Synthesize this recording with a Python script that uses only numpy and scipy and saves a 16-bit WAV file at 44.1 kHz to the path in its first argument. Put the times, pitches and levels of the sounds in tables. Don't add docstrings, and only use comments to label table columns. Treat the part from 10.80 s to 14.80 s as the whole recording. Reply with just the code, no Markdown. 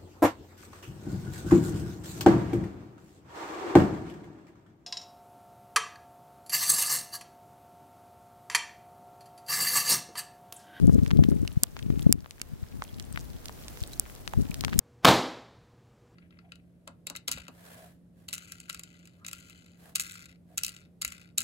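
import sys
import numpy as np
from scipy import signal
from scipy.fft import rfft, irfft
from scipy.io import wavfile

SR = 44100
rng = np.random.default_rng(int(sys.argv[2]) if len(sys.argv) > 2 else 0)


def generate_wav(signal):
    frames = np.transpose(np.atleast_2d(signal))
    scaled = np.clip(frames, -1, 1) * 32767
    pcm = np.round(scaled).astype(np.int16)
    wavfile.write(sys.argv[1], SR, pcm)


N = 176400
TIME = np.arange(N) / SR
HIT_TIME = np.arange(2048) / SR
CUTOFF_HZ = 16200

# t/s, level/dB
HISS_LEVELS = [(0, -56), (.3, -56.5), (.8, -58.5), (.9, -60), (1.2, -56.5), (1.31, -58), (1.35, -65),
               (1.65, -60), (2.2, -57), (2.68, -55), (2.88, -53), (3.12, -53.5), (3.3, -55), (3.5, -55),
               (4, -53)]


def near_sleet():
    # t/s, level/dB, f/Hz, Q (higher rings longer), left minus right/dB, snap level/dB
    pats = [(0.0705, -37, 7470, 1.8, 8, -55), (0.0955, -29, 670, 2.4, 5, -51),
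            (0.1905, -38, 1030, 0.5, 7, -58), (0.2629, -31, 1720, 1.9, -8, -58),
            (0.2789, -37, 6530, 0.8, -1, -57), (0.3071, -27, 1470, 1.0, -8, -49),
            (0.3123, -24, 1470, 0.9, 8, -43), (0.3721, -38, 2920, 1.3, 6, -57),
            (0.4383, -26, 1720, 0.5, 6, -36), (0.4411, -34, 3230, 2.7, -7, -42),
            (0.519, -37, 1240, 1.8, 8, -46), (0.651, -39, 940, 0.6, 6, -56),
            (0.6769, -28, 3820, 0.9, -5, -37), (0.8401, -32, 1290, 0.5, -6, -58),
            (0.967, -30, 930, 0.5, 5, -50), (0.9913, -36, 3120, 0.9, -3, -44),
            (0.9949, -39, 1760, 3.6, 4, -58), (1.0275, -38, 3120, 2.4, 10, -58),
            (1.1035, -37, 1210, 0.5, -3, -58), (1.1943, -36, 1780, 0.5, 8, -58),
            (1.2215, -40, 3410, 8.2, -7, -54), (1.2282, -42, 5870, 1.3, -3, -41),
            (1.4445, -44, 1280, 1.0, -7, -58), (1.4605, -36, 980, 1.0, 8, -58),
            (1.5092, -33, 3540, 0.5, 10, -58), (1.601, -43, 1520, 1.4, -10, -56),
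            (2.0218, -23, 1030, 1.8, -5, -57), (2.0398, -36, 8390, 0.9, 6, -54),
            (2.1986, -30, 3560, 0.7, -6, -58), (2.2256, -43, 5920, 1.7, -3, -58),
            (2.3267, -39, 8790, 8.2, 6, -40), (2.3602, -30, 1850, 1.7, 8, -36),
            (2.375, -23, 1520, 2.2, 6, -43), (2.6573, -29, 4760, 0.7, -2, -47),
            (2.684, -33, 3870, 1.2, -5, -47), (2.6952, -33, 970, 1.2, 6, -48),
            (2.8827, -32, 3920, 0.5, -3, -54), (2.9735, -39, 1590, 0.5, -5, -58),
            (3.029, -39, 7030, 1.4, 7, -58), (3.0373, -32, 3640, 3.3, -6, -35),
            (3.0756, -41, 8710, 8.2, -3, -40), (3.2625, -40, 1020, 1.3, 9, -58),
            (3.2988, -39, 1640, 1.6, 7, -45), (3.3516, -43, 7870, 1.3, 6, -47),
            (3.4772, -23, 1860, 0.6, 9, -57), (3.5361, -24, 710, 1.4, -8, -39),
            (3.7098, -38, 7780, 0.7, 7, -54), (3.7147, -34, 2510, 8.2, -11, -46),
            (3.7436, -27, 4440, 0.7, -2, -53), (3.8093, -25, 4660, 1.6, 11, -27),
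            (3.8385, -25, 1240, 1.1, -5, -58), (3.8489, -19, 2350, 0.5, 11, -53),
            (3.8819, -26, 1250, 1.7, 7, -48), (3.8941, -37, 1260, 0.5, -8, -58),
            (3.8982, -41, 4440, 1.7, 8, -43), (3.929, -28, 1480, 2.8, -7, -51),
            (3.9331, -27, 1670, 1.7, 7, -41), (3.9411, -35, 2440, 1.9, 6, -51),
            (3.9822, -37, 9830, 3.2, -1, -36)]
    return from_db(-.3) * pellets(pats)


def pellets(rows):
    crumbs_db, crumbs_fade_s, lag_s_per_db = -28, .016, .000018
    out = np.zeros((2, N))
    click = 1. * (HIT_TIME == 0)
    snap = cut(click, 7000, "high")
    for s, db, hz, q, pan_db, snap_db in rows:
        crumbs = rng.standard_normal((2, len(HIT_TIME))) * from_db(crumbs_db) * decay(crumbs_fade_s)
        push = cut(crumbs + click, 3.4 * hz, "low")
        push = cut(push, .3 * hz, "high")
        angle = 2 * np.pi * min(hz, CUTOFF_HZ) / SR
        damping = np.sin(angle) / (2 * q)
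        ring = signal.lfilter([1, 0, -1], [1 + damping, -2 * np.cos(angle), 1 - damping], push)
        ports = from_db([[pan_db / 2], [-pan_db / 2]])
        pat = at_level(ring * ports, db) + at_level(snap * ports, snap_db)
        for side, sign in enumerate((-1, 1)):
            add(out[side], s + sign * pan_db * lag_s_per_db, pat[side])
    return out


def housing_ticks():
    # t/s, level/dB, treble cut f/Hz, bass cut f/Hz, pitch factor, ring length factor
    strikes = [(0.8344, 2.5, 15000, 3400, .96, .85), (1.3258, 5, 14000, 3300, 1.01, .95),
               (1.6157, -6.5, 1900, 700, .97, 1.8), (3.1968, -3.5, 15000, 6500, 1.02, 1.05),
               (3.9906, 5, 13000, 3400, .99, .9)]
    # f/Hz, left level/dB, right level/dB, time to fade by 60 dB/s
    tones = [(1500, -32, -32, .008), (2280, -21, -24, .010), (2880, -26, -22, .010), (3750, -21, -25, .007),
             (4900, -14, -9, .0045), (5600, -17, -8, .0035), (6550, -14, -5, .0035), (7450, -5, -1, .0035),
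             (9000, -3, -4, .004), (10400, -8, -11, .004), (12300, -4, -7, .0035), (14900, -4, -8, .004)]
    right_lag_s, rocking_below_hz = .000019, 4100
    out = np.zeros((2, N))
    since = np.maximum(HIT_TIME - np.array([[0], [right_lag_s]]), 0)
    thud = from_db(-25) * decay(.005)
    crack_fade = from_db(-10.5) * decay(.0026) + from_db(-39) * decay(.016)
    for s, db, treble_cut_hz, bass_cut_hz, pitch, length in strikes:
        ring = np.zeros_like(since)
        for k, (hz, left_db, right_db, fade_s) in enumerate(tones):
            ports = from_db([[left_db], [right_db]]) * [[1], [np.sign(hz - rocking_below_hz)]]
            tone = np.sin(2 * np.pi * hz * pitch * rng.uniform(.98, 1.02) * since)
            ring += (-1) ** k * ports * tone * decay(fade_s * length)
        crack = rng.standard_normal(ring.shape) * crack_fade
        softened = cut(ring + crack, treble_cut_hz, "low")
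        tick = from_db(db) * (cut(softened, bass_cut_hz, "high", order=2) + thud)
        for side in range(2):
            add(out[side], s, tick[side])
    return out


def wind():
    # t/s, level/dB
    gusts = [(0, -21), (.09, -13), (.17, -16.5), (.21, -22), (.29, -25), (.34, -16), (.4, -13.5),
             (.45, -20), (.49, -17), (.55, -21), (.63, -23), (.74, -41), (.92, -48), (1.0, -33),
             (1.11, -28), (1.18, -28), (1.31, -26.5), (1.4, -35), (1.49, -60), (1.68, -51), (1.75, -37),
             (1.89, -49), (1.96, -36), (2.06, -45), (2.28, -36), (2.45, -39), (2.72, -54), (3.02, -47),
             (3.2, -55), (3.53, -48), (3.575, -21.5), (3.63, -31), (3.75, -39), (3.8, -30), (3.89, -32),
             (3.96, -22)]
    # f/Hz, level/dB
    spectrum = [(20, -13), (35, -2), (65, 5), (110, 3.5), (180, 1.5), (280, -5), (400, -14), (550, -24),
                (750, -39), (1200, -54), (2500, -68)]
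    # t/s, level/dB, f/Hz
    swirls = [(.044, -3, 190), (.08, -1, 190), (.096, 1, 220), (.126, -6, 220), (.141, -3, 150),
              (.184, -4, 210), (.232, -6, 190), (.336, -6, 150), (.378, -8, 150), (.392, 2, 190),
              (.399, -3, 130), (.424, -2, 190), (.451, -9, 200), (.488, -2, 230), (.516, -8, 230),
              (.564, -9, 170), (.632, -12, 220), (.774, -6, 125), (.833, -16, 230), (1.064, -15, 190),
              (1.103, -7, 215), (1.125, -12, 170), (1.176, -12, 170), (1.2675, 4, 165), (1.295, -5, 220),
              (1.313, -13, 170), (1.356, -17, 190), (1.737, -22, 130), (1.832, -19, 85), (3.023, -18, 85),
              (3.577, -6, 115), (3.607, -13, 210), (3.7, -16, 160), (3.962, -13, 150), (3.986, -7, 120)]
    lump_db, bright_above_hz, brightening, swirl_width_cycles = 4.5, 330, .15, .255
    lumps = from_db(lump_db * np.clip(drift(per_s=45), -2, 2))
    flow = level_at(gusts, TIME) * rms_one(lumps)
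    rough_air = noise(spectrum, channels=1)[0]
    bass = cut(rough_air, bright_above_hz, "low", order=2)
    bass = cut(bass[::-1], bright_above_hz, "low", order=2)[::-1]
    treble = (rough_air - bass) * (flow / flow.mean()) ** brightening
    pressure = flow * (bass + treble)
    for s, db, hz in swirls:
        cycles = np.clip(hz * (TIME - s), -10, 10)
        pressure += from_db(db) * np.sin(2 * np.pi * cycles) / np.cosh(cycles / swirl_width_cycles)
    ports = np.array([[1], [-from_db(-6.3)]])
    own_swirls = from_db(-21) * flow * noise(spectrum, channels=2)
    return pressure * ports + own_swirls


def ice_crackle():
    # t/s, length/s, tick level/dB
    runs = [(.122, .027, -43), (.232, .02, -44), (.482, .025, -44), (1.205, .028, -45), (2.378, .03, -44),
            (3.0, .012, -42), (3.128, .016, -40), (3.608, .008, -42)]
    ticks_per_s, spread_db, low_hz, high_hz, q = 170, 2.5, 3800, 14000, 1.5
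    rows = []
    for start, length, run_db in runs:
        for k, (late, size, pitch, side) in enumerate(rng.random((24, 4))):
            if k < length * ticks_per_s:
                s = start + (k + late) / ticks_per_s
                db = run_db + spread_db * (2 * size - 1)
                hz = low_hz * (high_hz / low_hz) ** pitch
                pan_db = 8 * (2 * side - 1)
                rows.append((s, db, hz, q, pan_db, -np.inf))
    return pellets(rows)


def plinks_and_plops():
    # t/s, level/dB, f/Hz, time to fade by 60 dB/s
    plinks = [(.6771, -25, 2850, .009), (2.091, -44, 3300, .02), (3.133, -37, 4020, .026),
              (3.5365, -24, 800, .018)]
    out = np.zeros(N)
    for s, db, hz, fade_s in plinks:
        add(out, s, from_db(db) * np.sin(2 * np.pi * hz * HIT_TIME) * decay(fade_s))
    return out


def far_sleet():
    pellets_per_s, base_db, spread_db, low_hz, high_hz, q = 50, -54, 3, 1300, 14000, 3
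    gap, size, pitch, side = rng.random((700, 4)).T
    s = np.cumsum(-np.log(gap)) / pellets_per_s
    hiss_swing_db = 20 * np.log10(level_at(HISS_LEVELS, s) / level_at(HISS_LEVELS, TIME).mean())
    db = base_db + spread_db * np.minimum(-np.log(size), 3) + .5 * hiss_swing_db
    hz = low_hz * (high_hz / low_hz) ** pitch
    pan_db = 8 * (2 * side - 1)
    no_snap = np.full(len(s), -np.inf)
    rows = np.column_stack([s, db, hz, np.full(len(s), q), pan_db, no_snap])
    return pellets(rows[s < N / SR])


def sizzle():
    # t/s, level/dB
    levels = [(0, -62), (.9, -68), (1.25, -62), (1.35, -72), (2.2, -65.5), (2.7, -63), (2.82, -56),
              (3.14, -56), (3.35, -63), (4, -59)]
    # f/Hz, level/dB
    spectrum = [(2000, -16), (4000, -4), (7000, -1), (10500, -2), (14000, 0), (16000, 0)]
    swell_db = 2.5 * drift(per_s=18)
    grain_db = 2.5 * drift(per_s=400)
    return level_at(levels, TIME) * rms_one(noise(spectrum, channels=2) * from_db(swell_db + grain_db))


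def hiss_and_far_wind():
    # f/Hz, level/dB
    hiss_spectrum = [(400, 9), (700, 11), (1300, 7), (2500, 2.5), (5000, -.3), (10000, -3.3), (15000, -3)]
    # f/Hz, level/dB
    murmur_spectrum = [(20, -3), (55, 4), (130, -4), (300, -9), (600, -17), (1200, -36), (3000, -60)]
    hiss = noise(hiss_spectrum + [(CUTOFF_HZ, hiss_spectrum[-1][1])], channels=2)
    flicker = from_db(1.4 * drift(per_s=150))
    murmur = from_db(7.5) * noise(murmur_spectrum, channels=2)
    return level_at(HISS_LEVELS, TIME) * (hiss * flicker + murmur)


def from_db(db):
    return 10 ** (np.asarray(db) / 20)


def rms_one(x):
    return x / np.sqrt(np.mean(x ** 2) + 1e-20)


def level_at(curve, s):
    return from_db(np.interp(s, *np.transpose(curve)))


def at_level(hit, db):
    return hit * from_db(db) / np.sqrt(np.sum(hit ** 2) / (2 * SR / 1000))


def decay(fade_s):
    return np.exp(-np.log(1000) * HIT_TIME / fade_s)


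def cut(x, hz, kind, order=1):
    return signal.sosfilt(signal.butter(order, min(hz, .45 * SR), kind, fs=SR, output="sos"), x)


def drift(per_s):
    step, warm_up = 40, 2000
    memory = np.exp(-2 * np.pi * step * per_s / SR)
    jitter = rng.standard_normal(N // step + warm_up + 2)
    smooth = signal.lfilter([1], [1, -2 * memory, memory * memory], jitter)[warm_up:]
    return np.interp(np.arange(N) / step, np.arange(len(smooth)), rms_one(smooth))


def noise(spectrum, channels):
    hz, db = np.transpose(spectrum)
    bins = np.maximum(np.fft.rfftfreq(N, 1 / SR), 1)
    gain = from_db(np.interp(np.log(bins), np.log(hz), db, right=-90))
    gain *= np.minimum(bins / hz[0], 1)
    return rms_one(irfft(rfft(rng.standard_normal((channels, N))) * gain, N))


def add(out, s, sound):
    start = int(np.clip(s * SR, 0, N - 1))
    out[start:start + len(sound)] += sound[:N - start]


def scene():
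    air = wind() + hiss_and_far_wind() + sizzle()
    return air + housing_ticks() + near_sleet() + far_sleet() + ice_crackle() + plinks_and_plops()


def record(dry):
    ceiling = 1.05
    rounded = ceiling * np.tanh(dry / ceiling)
    return signal.sosfilt(signal.ellip(10, .1, 80, CUTOFF_HZ, fs=SR, output="sos"), rounded)


dry = scene()
out = record(dry)
generate_wav(out)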